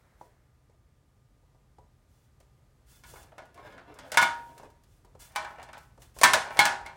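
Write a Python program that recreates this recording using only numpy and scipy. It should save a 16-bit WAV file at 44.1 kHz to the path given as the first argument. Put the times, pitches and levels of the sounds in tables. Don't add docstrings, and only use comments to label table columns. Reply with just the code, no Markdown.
import sys
import numpy as np
from scipy import signal
from scipy.fft import rfft, irfft
from scipy.io import wavfile
from scipy.ndimage import uniform_filter1d

SR = 44100
rng = np.random.default_rng(int(sys.argv[2]) if len(sys.argv) > 2 else 0)


def output_pcm(signal):
    pcm = np.clip(np.atleast_2d(signal).T, -1, 1) * 32767
    wavfile.write(sys.argv[1], SR, np.round(pcm).astype(np.int16))


N = 306936
RING_SIZE = 28800
AGE = np.arange(RING_SIZE) / SR
TIME = np.arange(N) / SR
EDGE_HZ = 16200

# (frequency [Hz], density [dB per Hz])
AIR_SPECTRUM = [(20, -36), (32, -6), (44, -1.5), (62, -3.5), (80, -4), (100, -8), (125, -4), (180, -16.5),
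                (300, -21.5), (600, -26), (1300, -33.5), (3000, -39.5), (8000, -42), (16000, -50)]
# (time [s], level [dB])
AIR_SWELL = [(0, -0.5), (1.2, 0), (2.95, 2.5), (3.12, 10), (3.35, 0.5), (6.96, 5.5)]
AIR_DB = -63.5
# (frequency [Hz], density [dB per Hz])
RUSH_SPECTRUM = [(150, -2.0), (700, -0.5), (2100, -4.5), (2700, -15.0), (16000, -23.5)]
# (time [s], level [dB])
RUSH_FADE = [(0, -69), (.3, -71), (.5, -78.5), (.9, -82)]

# (start [s], length [s], level [dB])
STROKES = [(.17, 0.078, -70), (2.07, 0.18, -74.5), (2.39, .04, -79), (2.86, 0.11, -59), (3.03, 0.18, -56),
           (3.065, 0.014, -48), (3.53, 0.21, -75), (4.04, 0.04, -62.5), (4.26, 0.37, -66),
           (4.86, 0.12, -72.5), (5.19, 0.017, -44), (5.24, 0.11, -69), (5.47, 0.024, -61.5),
           (5.78, 0.056, -65.5), (5.99, 0.042, -58), (6.14, 0.1, -52.5), (6.50, .07, -55)]
STROKE_RISE_S, STROKE_EASE_DB_PER_S, STROKE_LIFT_DB_PER_S = 0.034, 12.5, 199.5
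# (frequency [Hz], density [dB per Hz])
FUR_SPECTRUM = [(200, -14.5), (1200, -2), (3500, -4), (6000, -1), (10000, -1.5), (12000, -5.5),
                (16000, -4.5)]

# (frequency [Hz], T60 [s], level [dB] struck at left, far left, far right, right)
TRAY_MODES = [(379, 0.98, -35.5, -33.5, -29, -30.5), (630, 0.52, -28, -8.5, -19, -22),
              (660, 0.3, -21, -22.5, -27, -29.5), (780, 0.67, -21.5, -21.5, -24, -16.5),
              (829, 0.47, -19, -7, -18.5, -6.5), (939.6, 0.66, -8, -10.5, -32, -14.5),
              (986, 0.32, -6.5, -9.5, -4.5, -21.5), (1041, 0.3, -7.5, -8.5, -11, -8.5),
              (1080, 0.3, -15.5, -9.5, 7, -38), (1258, 0.33, -14, -14, -13, -24),
              (1322, 0.38, -27.5, -12, -12, -25), (1452, 0.38, -2.5, -23, -23, -7.5),
              (1496, 0.4, -19, -7, -31, -26.5), (1556, 0.38, -17.5, -27.5, -9, -10.5),
              (1704, 0.39, -7, -16, -20.5, -8), (1788, 0.29, -24, -12, -3, -22.5),
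              (1843, 0.33, -19.5, -15.5, -23, -33.5), (2156, 0.24, -9, -11, -5.5, -9.5),
              (2178, 0.13, -3, -30, -7, 0.5), (2328, 0.2, -9.5, -6, -7, -11),
              (2740, 0.11, -26, -26, -34.5, -14), (3004, 0.22, -18, -19, -37, -41.5),
              (3280, 0.3, -37, -38, -29, -15.5), (3426, 0.25, -22, -20, -31, -15.5),
              (3520, 0.27, -17.5, -46, -23.5, -38), (3543, 0.2, -14, -23, -28, -22),
              (4109, 0.21, -36.5, -26, -23, -10.5), (4140, 0.16, -27.5, -16, -29.5, -23)]
PLACES = ["left", "far left", "far right", "right"]
# (frequency [Hz], T60 [s])
PLATE_T60 = [(150, 0.22), (700, 0.14), (1800, 0.11), (3500, 0.11), (7000, 0.075), (14000, 0.061)]
# (frequency [Hz], T60 [s])
ROOM_T60 = [(150, 0.33), (530, 0.32), (1400, 0.37), (3700, 0.33), (9700, 0.27), (15000, 0.096)]

# (time [s], level [dB], hollow knock of the floorboard [dB])
PAW_FALLS = [(0.212, -52.5, 4.5), (.697, -63.5, -25), (1.431, -72, -4), (1.547, -67.5, -3),
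             (1.784, -56.5, 2), (2.404, -61.5, -16), (3.137, -49.5, -17), (3.42, -57, -18),
             (4.598, -50, -3), (4.632, -48, -4), (5.048, -59, -2.5), (5.151, -54, -16.5), (5.977, -53, -8),
             (6.165, -47.5, -13), (6.811, -50, 1)]
# (frequency [Hz], density [dB per Hz])
THUD_SPECTRUM = [(60, 5), (130, -17), (250, -10.5), (430, -1.5), (700, -3.5), (980, -5.5), (1200, -13.5),
                 (2500, -30.5), (8000, -26), (16000, -49)]
# (frequency [Hz], T60 [s], level [dB])
BOARD_MODES = [(524, 0.17, -7), (695, 0.22, -16.5), (847, 0.032, 9), (974, 0.25, -4.5)]
# (time [s], level [dB])
SHOVES = [(3.319, -54), (3.3806, -44.5), (3.576, -57), (4.1195, -41.5), (4.143, -37), (5.585, -47),
          (6.215, -32.5), (6.345, -28), (6.562, -40)]
# (frequency [Hz], density [dB per Hz])
BOOM_SPECTRUM = [(100, -20), (350, -19), (520, -4.5), (620, 3), (830, -5.5), (1100, -11.5), (1500, -12),
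                 (2500, -22.5), (16000, -56)]
# (time [s], level [dB])
CLAW_TICKS = [(2.402, -58.5), (3.229, -51.5), (3.455, -61), (3.544, -55.5), (3.941, -55.5), (4.579, -48),
              (4.701, -60.5), (4.836, -60), (5.048, -61.5), (5.319, -57.5), (5.779, -49.5), (6.0196, -47.5),
              (6.1872, -36.5)]

# (time [s], level [dB], place, hardness as treble [dB], ring of the modes [dB])
BLOWS = [(3.037, -53, "left", 0, -3.5), (3.158, -46.5, "right", -27, -5), (3.3817, -45.5, "left", -5.5, -7),
         (3.576, -57, "far right", -5, -1), (3.724, -55, "left", -6, -1),
         (3.779, -42.5, "left", -16.5, -18), (3.9885, -42.5, "far left", -3.5, -31),
         (4.1185, -32.5, "right", 2.5, -17), (4.143, -31.5, "right", -5, -20),
         (4.1723, -16.5, "left", 0, 1), (4.2165, -17.5, "far right", -9, -26),
         (4.2265, -30.5, "left", 6.5, 6), (5.353, -47.5, "far left", -2, 1),
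         (5.360, -28, "far left", -1.5, -0.5), (5.448, -36, "far left", -14, -2.5),
         (5.6288, -53, "far left", 6, -5), (5.731, -39.5, "far left", -10, -11),
         (6.2137, -33.5, "far right", 9.5, -8), (6.2337, -17, "far right", 7, -1),
         (6.2387, -11.5, "far right", -1, -10.5), (6.3349, -17, "left", 2, -9),
         (6.5712, -37.5, "right", 0, -1.5), (6.5911, -14.5, "right", 0, 0),
         (6.654, -18.5, "left", -1, -11.5), (6.8617, -40, "right", -4.5, -3.5)]
# (frequency [Hz], density [dB per Hz])
CLICK_SPECTRUM = [(300, -4.0), (900, 1.5), (9000, 7.5), (16000, -11.5)]
# (frequency [Hz], density [dB per Hz])
CLATTER_SPECTRUM = [(40, -42), (120, -17.5), (300, -17), (480, -24), (620, -7.5), (950, -3.5), (1150, -5.5),
                    (1500, -1), (2250, -7.5), (2600, -10), (5500, -11.5), (9500, -15), (11000, -22.5),
                    (16000, -24)]

# (start [s], length [s], level [dB], track)
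ROLLS = [(3.097, 0.14, -61, "flat"), (3.325, .2, -58.5, "flat"), (3.544, 0.47, -49.5, "flat"),
         (3.942, 0.21, -49.5, "flat"), (4.25, 0.42, -59, "flat"), (5.244, 0.1, -56.5, "rim"),
         (5.336, 0.44, -48.5, "rim"), (6.26, 0.83, -40.5, "rim")]
ROLL_RISE_S, ROLL_SLOWING_DB_PER_S, ROLL_STOP_DB_PER_S = 0.02, 10.5, 124
SPOT_S = 0.08
# (frequency [Hz], density [dB per Hz])
FLAT_SPECTRUM = [(60, -6), (150, -4.5), (380, -2), (480, 2), (650, 3), (900, -2.5), (1150, -7),
                 (1500, -4.5), (2200, -12), (4000, -18.5), (8000, -34), (16000, -40.5)]
# (frequency [Hz], density [dB per Hz])
RIM_SPECTRUM = [(60, -19), (300, -11), (500, -10), (620, -0.5), (770, -2), (835, 8), (900, -2), (1000, -4),
                (1200, -11), (1520, -5), (2200, -11.5), (4000, -23), (8000, -32.5), (16000, -44)]


def amp(db):
    return 10 ** (np.asarray(db) / 20)


def unit(x):
    return x / np.sqrt(np.mean(x ** 2) + 1e-20)


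def read(points, hz):
    table_hz, value = np.transpose(points)
    return np.interp(np.log(hz + 1), np.log(table_hz + 1), value)


def level(curve):
    return amp(np.interp(TIME, *np.transpose(curve)))


def add(mix, s, sound):
    part = mix[round(s * SR):][:len(sound)]
    part += sound[:len(part)]


def colour(x, spectrum):
    gain = amp(read(spectrum, np.fft.rfftfreq(len(x), 1 / SR)))
    return unit(np.fft.irfft(rfft(x) * gain, len(x)))


def slow_noise(size):
    return unit(uniform_filter1d(rng.standard_normal(N), size=size))


def air(whine_hz=1212, whine_db=-83):
    frequency = whine_hz + 12 * slow_noise(1500)
    whine = amp(whine_db) * np.sin(2 * np.pi * np.cumsum(frequency) / SR)
    rumble = amp(AIR_DB) * colour(rng.standard_normal(N), AIR_SPECTRUM) * level(AIR_SWELL)
    rush = colour(rng.standard_normal(N), RUSH_SPECTRUM) * level(RUSH_FADE)
    return rumble + whine + rush


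def motion(rows, rise_s, sag_db_per_s, release_db_per_s):
    power = np.zeros(N)
    for start, length, db in rows:
        age = np.maximum(TIME - start, 0)
        fall_db = sag_db_per_s * age + release_db_per_s * np.maximum(age - length, 0)
        gain = (1 - np.exp(-age / rise_s)) * amp(db - fall_db)
        power += gain ** 2
    return np.sqrt(power)


def hardness(hz, treble_db, knee_hz=1300, top_hz=8000):
    treble_share = np.log((hz + 1) / knee_hz) / np.log(top_hz / knee_hz)
    return amp(treble_db * np.clip(treble_share, 0, 1.3))


def mode(hz, t60, db):
    return amp(db - 60 * AGE / t60) * np.sin(2 * np.pi * (hz * AGE + rng.random()))


def ring(place, treble_db, early_db=-1, early_t60=0.14):
    clang, clear = np.zeros(RING_SIZE), np.zeros(RING_SIZE)
    for hz, t60, *place_db in TRAY_MODES:
        db = place_db[PLACES.index(place)]
        hard = hardness(hz, treble_db)
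        detuned_hz = hz * (1 + 0.0069 * rng.standard_normal())
        clang += hard * mode(detuned_hz, early_t60, db + early_db)
        clear += hard * amp(db - 60 * AGE / t60) * np.sin(2 * np.pi * hz * AGE)
    return clang * (1 - np.exp(-AGE / 0.00029)) + clear * (1 - np.exp(-AGE / 0.00053))


def brushing(patch_db=1.0, tray_db=-11):
    patches = amp(patch_db * slow_noise(700))
    sliding = motion(STROKES, STROKE_RISE_S, STROKE_EASE_DB_PER_S, STROKE_LIFT_DB_PER_S)
    hiss = colour(rng.standard_normal(N) * patches, FUR_SPECTRUM) * sliding
    body = ring("left", 28) * np.exp(-AGE / 0.012)
    return hiss + amp(tray_db) * signal.oaconvolve(hiss, body / np.linalg.norm(body))[:N]


def burst(spectrum, treble_db, room_db, damping, count=12):
    hz, centres = np.fft.rfftfreq(RING_SIZE, 1 / SR), np.geomspace(150, 15000, count)
    noise = rfft(colour(rng.standard_normal(RING_SIZE), spectrum)) * hardness(hz, treble_db)
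    out = np.zeros(RING_SIZE)
    for centre, share in zip(centres, np.eye(count)):
        direct = amp(-60 * AGE * damping / read(PLATE_T60, centre))
        room = amp(room_db - 1.3 * np.log2(centre / 1500) - 60 * AGE / read(ROOM_T60, centre))
        band = irfft(noise * np.interp(np.log(hz + 1), np.log(centres), share))
        out += band * np.hypot(direct, room * (1 - np.exp(-AGE / 0.035)))
    return out


def paws(thud_db=4, boom_db=3):
    out = np.zeros(N)
    soft_onset = 1 - np.exp(-AGE / 0.00025)
    for s, db, knock_db in PAW_FALLS:
        knock = amp(knock_db) * sum(mode(*row) for row in BOARD_MODES)
        thud = amp(thud_db) * burst(THUD_SPECTRUM, 0, room_db=-5.0, damping=1.56)
        add(out, s, amp(db) * soft_onset * (thud + knock))
    for s, db in SHOVES:
        boom = burst(BOOM_SPECTRUM, 0, room_db=-5.5, damping=1.0)
        add(out, s, amp(db + boom_db) * soft_onset * boom)
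    for s, db in CLAW_TICKS:
        add(out, s, amp(db) * burst(FUR_SPECTRUM, -3.4, room_db=-4, damping=1.03))
    return out


def blows(clatter_db=-2, ping_db=-23, ping_t60=0.26, count=44):
    out = np.zeros(N)
    ping_hz = np.geomspace(2600, 10500, count) * rng.uniform(0.98, 1.02, count)
    pings = np.array([mode(hz, ping_t60 * ping_hz[0] / hz, 0) * hardness(hz, -4.5) for hz in ping_hz])
    for s, db, place, treble_db, ring_db in BLOWS:
        crack = colour(rng.standard_normal(RING_SIZE), CLICK_SPECTRUM)
        click = amp(treble_db) * crack * np.exp(-AGE / 0.0012)
        ping_shares = rng.standard_normal(count) * hardness(ping_hz, treble_db)
        ping = amp(ping_db) * ping_shares @ pings
        clatter = amp(clatter_db) * burst(CLATTER_SPECTRUM, treble_db, room_db=-2.5, damping=0.75)
        tray_ring = amp(ring_db) * ring(place, treble_db)
        add(out, s, amp(db) * (click + ping + clatter + tray_ring))
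    return out


def wander(count=4):
    spots = np.arange(count)[:, None]
    shares = np.maximum(np.cos(2 * np.pi * (TIME / SPOT_S - spots) / count), 0)
    return shares / np.linalg.norm(shares, axis=0)


def roll(track, spectrum, place, modes_db, bumps_per_s, spread_db, uneven_db):
    rows = [row[:-1] for row in ROLLS if row[-1] == track]
    speed = motion(rows, ROLL_RISE_S, ROLL_SLOWING_DB_PER_S, ROLL_STOP_DB_PER_S)
    patches = uneven_db * slow_noise(1400)
    sizes_db = patches + spread_db * np.minimum(rng.exponential(1, N), 3)
    sizes = amp(sizes_db) * rng.choice([-1, 1], N)
    bumps = unit(sizes * (rng.random(N) < bumps_per_s / SR)) * speed
    singing, out = ring(place, -9.5), np.zeros(N)
    for share in wander():
        rumble = burst(spectrum, 0, room_db=-17.5, damping=1.2)
        tray = rumble / np.linalg.norm(rumble) + amp(modes_db) * singing / np.linalg.norm(singing)
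        out += signal.oaconvolve(bumps * share, tray / np.linalg.norm(tray))[:N]
    return out


def rolling():
    flat = roll("flat", FLAT_SPECTRUM, "left", modes_db=-11.5, bumps_per_s=820, spread_db=2.5, uneven_db=4.5)
    rim = roll("rim", RIM_SPECTRUM, "far left", modes_db=-6.5, bumps_per_s=140, spread_db=6.5, uneven_db=0.5)
    return flat + rim


def scene():
    return (air() + brushing() + paws() + blows() + rolling())[None]


def record(dry, ceiling=1.5, low_cut_hz=37):
    low_cut = signal.butter(4, low_cut_hz, "highpass", fs=SR, output="sos")
    thinned = signal.sosfilt(low_cut, dry)
    rounded = ceiling * np.tanh(thinned / ceiling)
    band_limit = signal.firwin(201, EDGE_HZ, window=("kaiser", 9), fs=SR)
    return signal.oaconvolve(rounded, band_limit[None], "same")


dry = scene()
out = record(dry)
output_pcm(out)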